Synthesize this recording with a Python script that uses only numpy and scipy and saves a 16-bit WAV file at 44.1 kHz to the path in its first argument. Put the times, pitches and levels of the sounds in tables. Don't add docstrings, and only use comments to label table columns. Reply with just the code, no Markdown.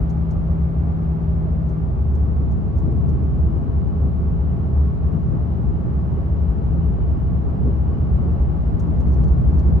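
import sys
import numpy as np
from scipy import signal
from scipy.fft import rfft, irfft, next_fast_len
from scipy.io import wavfile
from scipy.ndimage import uniform_filter1d, map_coordinates

SR = 44100
rng = np.random.default_rng(int(sys.argv[2]) if len(sys.argv) > 2 else 0)


def put_to_file(sound):
    columns = np.atleast_2d(sound).T
    safe = np.clip(columns, -1, 1)
    whole_steps = np.round(safe * 32767)
    wavfile.write(sys.argv[1], SR, whole_steps.astype(np.int16))


N = 432180


# middle in seconds, lift in dB.
HUM_SWELLS = [(2.6, 5.5), (3.35, 1.5), (4.5, 4), (5.07, 7), (5.35, 3.5), (5.9, 3), (6.5, 4), (6.8, 9.5),
              (8.3, 4.5), (8.85, 2.5), (9.38, 6), (9.62, 5.5)]
# time in seconds, lift in dB.
NOTE_LIFT = [(0, 0.5), (2, 1), (3.2, 4.5), (4.1, 6.5), (5, 3.5), (6.6, 2), (7.2, -3.5), (9.8, -3.5)]
def engine(turns, place):
    hum = engine_tones(turns, place, [4.5], waver_db=1, drift=.01)
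    note = engine_tones(turns, place, [11], waver_db=1.5, drift=.02)
    others = [row[0] for row in ENGINE_TONES if row[0] not in (2, 4.5, 11)]
    rest = engine_tones(turns, place, others, waver_db=1.2, drift=.02)
    swells_db = sum(lift_db * hump(s, width_s=.11) for s, lift_db in HUM_SWELLS)
    hum_db = blend(-0.4, -1.0, place) + swells_db
    return amp(hum_db) * hum + amp(curve(NOTE_LIFT)) * note + amp(1) * rest


ENGINE_TONES = [(1.0, -47.5, -52, -50, -41), (1.5, -49, -49, -33.5, -39), (2.0, -26.5, -28.5, -23, -30),
                (2.5, -46, -36.5, -39, -40.5), (3.0, -42, -42, -39.5, -43), (3.5, -32.5, -36, -35, -32.5),
                (4.0, -45.5, -48.5, -42.5, -44.5), (4.5, -23, -26.5, -32, -37),
                (5.0, -40.5, -47, -39.5, -44.5), (5.5, -49.5, -61, -47, -49), (6.0, -38, -47, -45, -50.5),
                (6.5, -52.5, -65.5, -46.5, -53), (7.5, -44.5, -55, -58.5, -59.5),
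                (8.5, -59, -50, -62.5, -61.5), (10.0, -65, -52.5, -52, -53),
                (11.0, -51, -45.5, -51.5, -50.5), (12.0, -80.5, -62, -56, -57.5),
                (18.5, -61.5, -62.5, -59, -58.5), (19.0, -61, -62.5, -58, -59),
                (21.0, -58.5, -56.5, -63, -64), (72.1, -96, -96, -85, -83.5),
                (108.0, -96.5, -96.5, -89, -91)]
def engine_tones(turns, place, orders, waver_db, drift):
    out = np.zeros((2, N))
    for order, *levels in ENGINE_TONES:
        if order not in orders:
            continue
        screen, wheel = amp(levels).reshape(2, 2, 1)
        per_turn = round(2 * order) / 2
        phase = 2 * np.pi * (per_turn * turns + rng.random()) + drift * per_turn * wobble(4)
        lead = rng.normal(0, 0.091 * per_turn) * np.array([[1], [-1]])
        level = blend(screen, wheel, place) * amp(waver_db * wobble(5.4))
        out += level * np.sqrt(2) * np.sin(phase + lead)
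    return out


# time in seconds, turns per minute.
ENGINE_RPM = [(0.35, 2178), (1, 2165), (1.6, 2153), (2.6, 2163), (3.4, 2183), (4.3, 2180.0), (5.1, 2185),
              (5.9, 2193), (6.8, 2202), (8.2, 2220), (9.4, 2207.0)]
def engine_turns():
    return np.cumsum(curve(ENGINE_RPM)) / 60 / SR


# pitch in Hz, width in Hz, relative strength in dB.
CAB_RINGS = [(60.3, 16, -4.5), (70, 14, -1)]
# time in seconds, relative level in dB.
ROAD_SHAKE = [(0, -19.5), (1.8, -21.5), (2.15, -15.5), (2.6, -21), (6.1, -21.5), (7.1, -18.5), (8.8, -22),
              (9.3, -19.5), (9.8, -17)]
def cab_boom(turns, place):
    air = ringing(CAB_RINGS)
    rumble = amp(-21.5) * unit(noise(air) + amp(-7.5) * noise(air, channels=2))
    hum = engine_tones(turns, place, [2], waver_db=-0.5, drift=0.16)
    shake_db = curve(ROAD_SHAKE) + wobble(11) - 2
    return amp(shake_db) * steadied(rumble + hum, seconds=0.13)


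# middle in seconds, peak level in dB, width in seconds.
BOOM_THROBS = [(0.205, -16.5, 0.034), (0.517, -9, 0.0096), (0.636, -13, 0.027), (0.794, -12.5, 0.018),
               (1.297, -12.5, 0.012), (1.53, -13, .014), (2.018, -14.5, .016), (2.087, -12.5, .016),
               (2.227, -10.5, 0.0085), (2.387, -13.5, 0.023), (2.773, -13.5, 0.012), (3.011, -13, 0.012),
               (3.24, -12.5, 0.017), (3.439, -12, 0.036), (3.777, -14.5, 0.041), (4.041, -12.5, 0.044),
               (4.282, -11, 0.01), (4.797, -11, 0.049), (5.065, -12, 0.016), (5.44, -13.5, 0.016),
               (5.958, -16, 0.047), (6.326, -13, .015), (6.428, -12, 0.018), (6.646, -14.5, 0.021),
               (6.877, -12, 0.026), (7.107, -11, .026), (7.403, -13, .014), (7.677, -12, .022),
               (7.805, -14.5, 0.024), (8.149, -12, 0.013), (8.424, -8, 0.016), (8.984, -13, 0.026),
               (9.085, -11.5, .02), (9.18, -12.5, 0.035), (9.321, -7, 0.01), (9.391, -12, .014),
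               (9.487, -7, 0.014), (9.671, -9.5, 0.019), (9.753, -12, 0.026)]
# time in seconds, pitch in Hz.
THROB_PITCH = [(0, 70), (5.5, 70.9), (8.4, 63), (9.8, 64.4)]
def with_throbs(boom):
    boom_phase = np.angle(signal.hilbert(boom.mean(0)))
    throbs, share = np.zeros(N), np.zeros(N)
    for s, peak_db, width_s in BOOM_THROBS:
        centre = round(s * SR)
        near = np.arange(max(centre - SR // 4, 0), min(centre + SR // 4, N))
        t = near / SR - s
        swell = np.exp(-.5 * (t / width_s) ** 2)
        hz = np.interp(s, *np.transpose(THROB_PITCH))
        throbs[near] += amp(peak_db) * swell * np.cos(2 * np.pi * hz * t + boom_phase[centre])
        share[near] = np.maximum(share[near], np.sqrt(swell))
    return boom * (1 - share) + throbs


# time in seconds, relative level in dB.
DRAUGHT_LEVEL = [(0, -44), (1.1, -47), (1.8, -31), (2.9, -21.5), (4.35, -27.5), (5.6, -25.5), (6.35, -28),
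                 (7.5, -24), (8.6, -25.5), (8.9, -22), (9.8, -22.5)]
def draught():
    deep = colour([(18, -36.5), (35, -12.5), (62, 4), (85, -1), (105, 0), (160, -3), (250, -15.5),
                   (420, -28), (700, -40), (2000, -85), (8000, -120)])
    swirls = unit(noise(deep, channels=2))
    lumps = amp(2 * np.array([wobble(16), wobble(17)]))
    return amp(curve(DRAUGHT_LEVEL) + 2) * unit(swirls * lumps)


# middle in seconds, peak level in dB.
SHARP_PUFFS = [(2.87, -27), (3.2, -36.5), (4.07, -36), (5.338, -32), (5.86, -35), (6.183, -34),
               (6.761, -31), (7.673, -25.5), (8.28, -32.5), (8.88, -36), (9.0, -34), (9.516, -38)]
def puffs():
    strong = sum(amp(db) * hump(s, width_s=0.023) for s, db in SHARP_PUFFS)
    weak = amp(curve(DRAUGHT_LEVEL) - 14.5 + 2.5 * wobble(14))
    body = colour([(60, -25.5), (130, -1), (200, -3), (330, -5.5), (450, -12.5), (700, -29.5),
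                   (2000, -56), (8000, -110)])
    return (strong + weak) * unit(noise(body) + 0.62 * noise(body, channels=2))


# frequency in Hz, relative level in dB of the noise
ROAR_COLOUR = [(18, -69, -79), (34.8, -52, -68), (59.6, -47, -54), (85, -48.5, -54), (102, -51, -62.5),
               (152, -53.5, -56), (242, -59.5, -61), (425, -67.5, -76), (470, -72.5, -73.5),
               (785, -78.5, -72.5), (1270, -82, -83), (1705, -92, -90), (2620, -103, -103),
               (4200, -109, -109), (6200, -115, -116), (7450, -123, -125), (9800, -125, -130),
               (10400, -141, -146), (15000, -146, -150)]
# pitch in Hz, width in Hz, # relative level in dB at the windscreen
CAB_NOTES = [(213.5, 70, -60, -41.5), (353, 90, -58, -50.5), (435, 40, -60.5, -50), (627, 54, -54, -57.5),
             (681, 30, -58, -57.5), (819, 90, -56, -54.5), (952.5, 25, -66, -62.5),
             (1111.6, 55, -74.5, -58), (1172, 30, -60.5, -73)]
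# time in seconds, relative level in dB.
ROAR_RISE = [(0, -43.5), (2.3, -45), (3.3, -44.5), (4.3, -44.5), (5.5, -44), (6.3, -44), (7.1, -44),
             (7.8, -44), (8.4, -43), (9.2, -43), (9.8, -42)]
def road_roar(turns, place):
    shared = noise(colour([(hz, db) for hz, db, _ in ROAR_COLOUR]))[0]
    opposed = noise(colour([(hz, db) for hz, _, db in ROAR_COLOUR]))[0]
    out = np.array([shared + opposed, shared - opposed])
    tyres = filtered(out, lambda hz: 1 / (1 + (hz / 1500) ** 4))
    out += (amp(1.16 * wobble(14)) - 1) * tyres
    out *= 1 + 0.065 * np.cos(2 * np.pi * 3 * turns)
    for centre_hz, width_hz, screen_db, wheel_db in CAB_NOTES:
        out += amp(blend(screen_db, wheel_db, place)) * fuzzy_note(centre_hz, width_hz)
    return out * unit(amp(curve(ROAR_RISE)))


# frequency in Hz, relative level in dB.
WIND_COLOUR = [(300, -85), (550, -65.5), (790, -71.5), (910, -72.5), (1030, -79), (1300, -79.5),
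               (1600, -86), (2100, -91.5), (3000, -101), (4200, -111), (7000, -122), (12000, -150)]
def wind_on_glass(place):
    def wind(left_lead_ms):
        shift = np.array([[1j], [-1j]]) * np.pi * left_lead_ms / 1000
        return filtered(noise(colour(WIND_COLOUR)), lambda hz: np.exp(shift * hz))
    screen = amp(-3.5) * np.sqrt(1 - place) * wind(left_lead_ms=-0.36)
    window = amp(-5.5) * np.sqrt(place) * wind(left_lead_ms=0.34)
    return (screen + window) * unit(amp(curve(ROAR_RISE)))


def hollowed(x, depth=0.22):
    return filtered(x, lambda hz: 1 - depth * resonance(hz, centre_hz=925, width_hz=57))


# start in seconds, relative level in dB, ring (0 dry snap, 1 all ring).
TRIM_TICKS = [(.095, -51.5, .05), (.306, -53.5, .08), (1.687, -58.5, .12), (2.148, -56, .15),
              (2.512, -58.5, .2), (2.780, -54, .08), (2.909, -62, .5), (3.086, -56.5, .09),
              (8.793, -50.5, .06), (8.999, -55, .15), (9.072, -64, .8), (9.121, -57, .8), (9.134, -57, .8),
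              (9.236, -54, .9), (9.277, -56.5, .9), (9.532, -63, .8), (9.589, -50.5, .85)]
# delay in seconds, level in dB compared with the first hit.
REBOUNDS = [(0, 0), (.008, -6), (.031, -16), (.073, -17)]
# pitch in Hz, width in Hz, relative strength in dB.
PANEL_RINGS = [(3150, 300, -4), (4300, 170, 2), (5300, 650, -7.5), (6150, 420, -2.5), (8950, 500, -10)]
# frequency in Hz, relative level in dB.
SNAP_COLOUR = [(1200, -19), (3000, -7), (4600, -5.5), (5600, -1.5), (6400, -1), (6850, 2), (7200, -9),
               (8400, -9.5), (9700, -9), (10700, -16), (11200, -26), (13000, -24), (15000, -16),
               (15600, -21)]
# time in seconds, relative level in dB.
CHATTER_LEVEL = [(0, -110), (8.9, -105), (9.06, -77.5), (9.3, -79.5), (9.42, -86), (9.55, -84.5),
                 (9.8, -89)]
def plastic_trim(slip_s=.010, left_louder_db=4.5):
    def scratch(shape):
        hiss = noise(shape) + noise(shape, channels=2)
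        return unit(hiss * amp(2 * wobble(650)))
    t = np.arange(SR // 10) / SR
    slip = amp(-60 * np.maximum(t - slip_s, 0) / .04)
    echo = amp(-13 - 60 * t / .15)
    tick = (1 - np.exp(-t / 0.00034)) * np.hypot(slip, echo)
    ring_level, snap_power = np.zeros((2, N + SR))
    for s, db, ring in TRIM_TICKS:
        ring_level[round(s * SR):][:len(t)] += amp(db) * np.sqrt(ring) * tick
        for delay_s, drop_db in REBOUNDS:
            snap_power[round((s + delay_s) * SR):][:len(t)] += (1 - ring) * (amp(db + drop_db) * tick) ** 2
    chatter = amp(curve(CHATTER_LEVEL)) * unit(amp(6 * wobble(130)))
    rings = (amp(-9.3) * ring_level[:N] + chatter) * scratch(ringing(PANEL_RINGS))
    snaps = amp(-8.8) * np.sqrt(snap_power[:N]) * scratch(colour(SNAP_COLOUR))
    return (rings + snaps) * amp([[left_louder_db / 2], [-left_louder_db / 2]])


# time in seconds, level in dB.
WHISTLE_LEVEL = [(0, -86.5), (2.5, -85.5), (3.2, -77.5), (5.7, -78), (7, -75), (8.2, -75.5), (8.7, -77.5),
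                 (9.8, -85.5)]
def whistle():
    note = fuzzy_note(centre_hz=2944, width_hz=87)
    return amp(curve(WHISTLE_LEVEL) + 0.7 * wobble(5.6)) * note


# pitch in Hz, level in dB.
HIGH_WHINES = [(7800, -95), (9601, -83), (11700, -99), (12900, -105)]
# frequency in Hz, level in dB per Hz.
HISS_COLOUR = [(12400, -175), (12750, -135), (13500, -135), (14350, -136.5), (14700, -175)]
def whines(bass):
    tones = sum(amp(db) * np.sin(2 * np.pi * hz * np.arange(N) / SR) for hz, db in HIGH_WHINES)
    flutter = steadied(bass, seconds=.05).mean(0)
    return flutter * tones + noise(colour(HISS_COLOUR))


def amp(db):
    return 10 ** (np.asarray(db) / 20)


def unit(x):
    return x / np.sqrt(np.mean(x ** 2) + 1e-20)


def blend(at_screen, at_wheel, place):
    return at_screen + (at_wheel - at_screen) * place


def curve(rows):
    return np.interp(np.arange(N) / SR, *np.transpose(rows))


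def hump(centre_s, width_s):
    return np.exp(-.5 * ((np.arange(N) / SR - centre_s) / width_s) ** 2)


def wobble(rate):
    points = rng.standard_normal(int(N * rate / SR) + 4)
    coarse = np.arange(0, N, 64)
    return np.interp(np.arange(N), coarse, map_coordinates(points, [coarse * rate / SR]))


def colour(points):
    f, db = np.transpose(points)
    return lambda hz: amp(np.interp(np.log(hz + 1), np.log(f + 1), db))


def resonance(hz, centre_hz, width_hz):
    return 1j * hz * width_hz / (centre_hz ** 2 - hz ** 2 + 1j * hz * width_hz)


def ringing(rows):
    return lambda hz: sum(amp(db) * np.abs(resonance(hz, pitch, width)) ** 2 for pitch, width, db in rows)


def filtered(x, response):
    size = next_fast_len(N + SR // 2)
    return irfft(rfft(x, size) * response(np.fft.rfftfreq(size, 1 / SR)), size)[..., :N]


def noise(response, channels=1):
    return filtered(rng.standard_normal((channels, N)) * np.sqrt(SR / 2), response)


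def fuzzy_note(centre_hz, width_hz):
    return unit(noise(lambda hz: resonance(hz, centre_hz, width_hz) ** 2))


def steadied(x, seconds):
    size = int(seconds * SR)
    power = uniform_filter1d(uniform_filter1d(x.mean(0) ** 2, size), size)
    return x / np.sqrt(np.abs(power) + 1e-12)


# time in seconds, place (0 windscreen, 1 steering wheel).
MIC_PLACE = [(0, 0.062), (1.83, 0.03), (1.92, 0.93), (2.7, 0.99), (9.8, 0.91)]
def scene():
    turns = engine_turns()
    place = curve(MIC_PLACE)
    bass = with_throbs(cab_boom(turns, place)) + engine(turns, place)
    outside = hollowed(road_roar(turns, place) + wind_on_glass(place))
    return bass + outside + draught() + puffs() + plastic_trim() + whistle() + whines(bass)


def record(dry, low_hz=16, top_hz=15650, fade_s=.004):
    from_end = np.minimum(np.arange(N), np.arange(N)[::-1])
    fade = np.minimum(from_end / (fade_s * SR), 1)
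    return filtered(dry * fade, lambda hz: (hz < top_hz) * hz ** 2 / np.sqrt(hz ** 4 + low_hz ** 4))


dry = scene()
out = record(dry)
put_to_file(out)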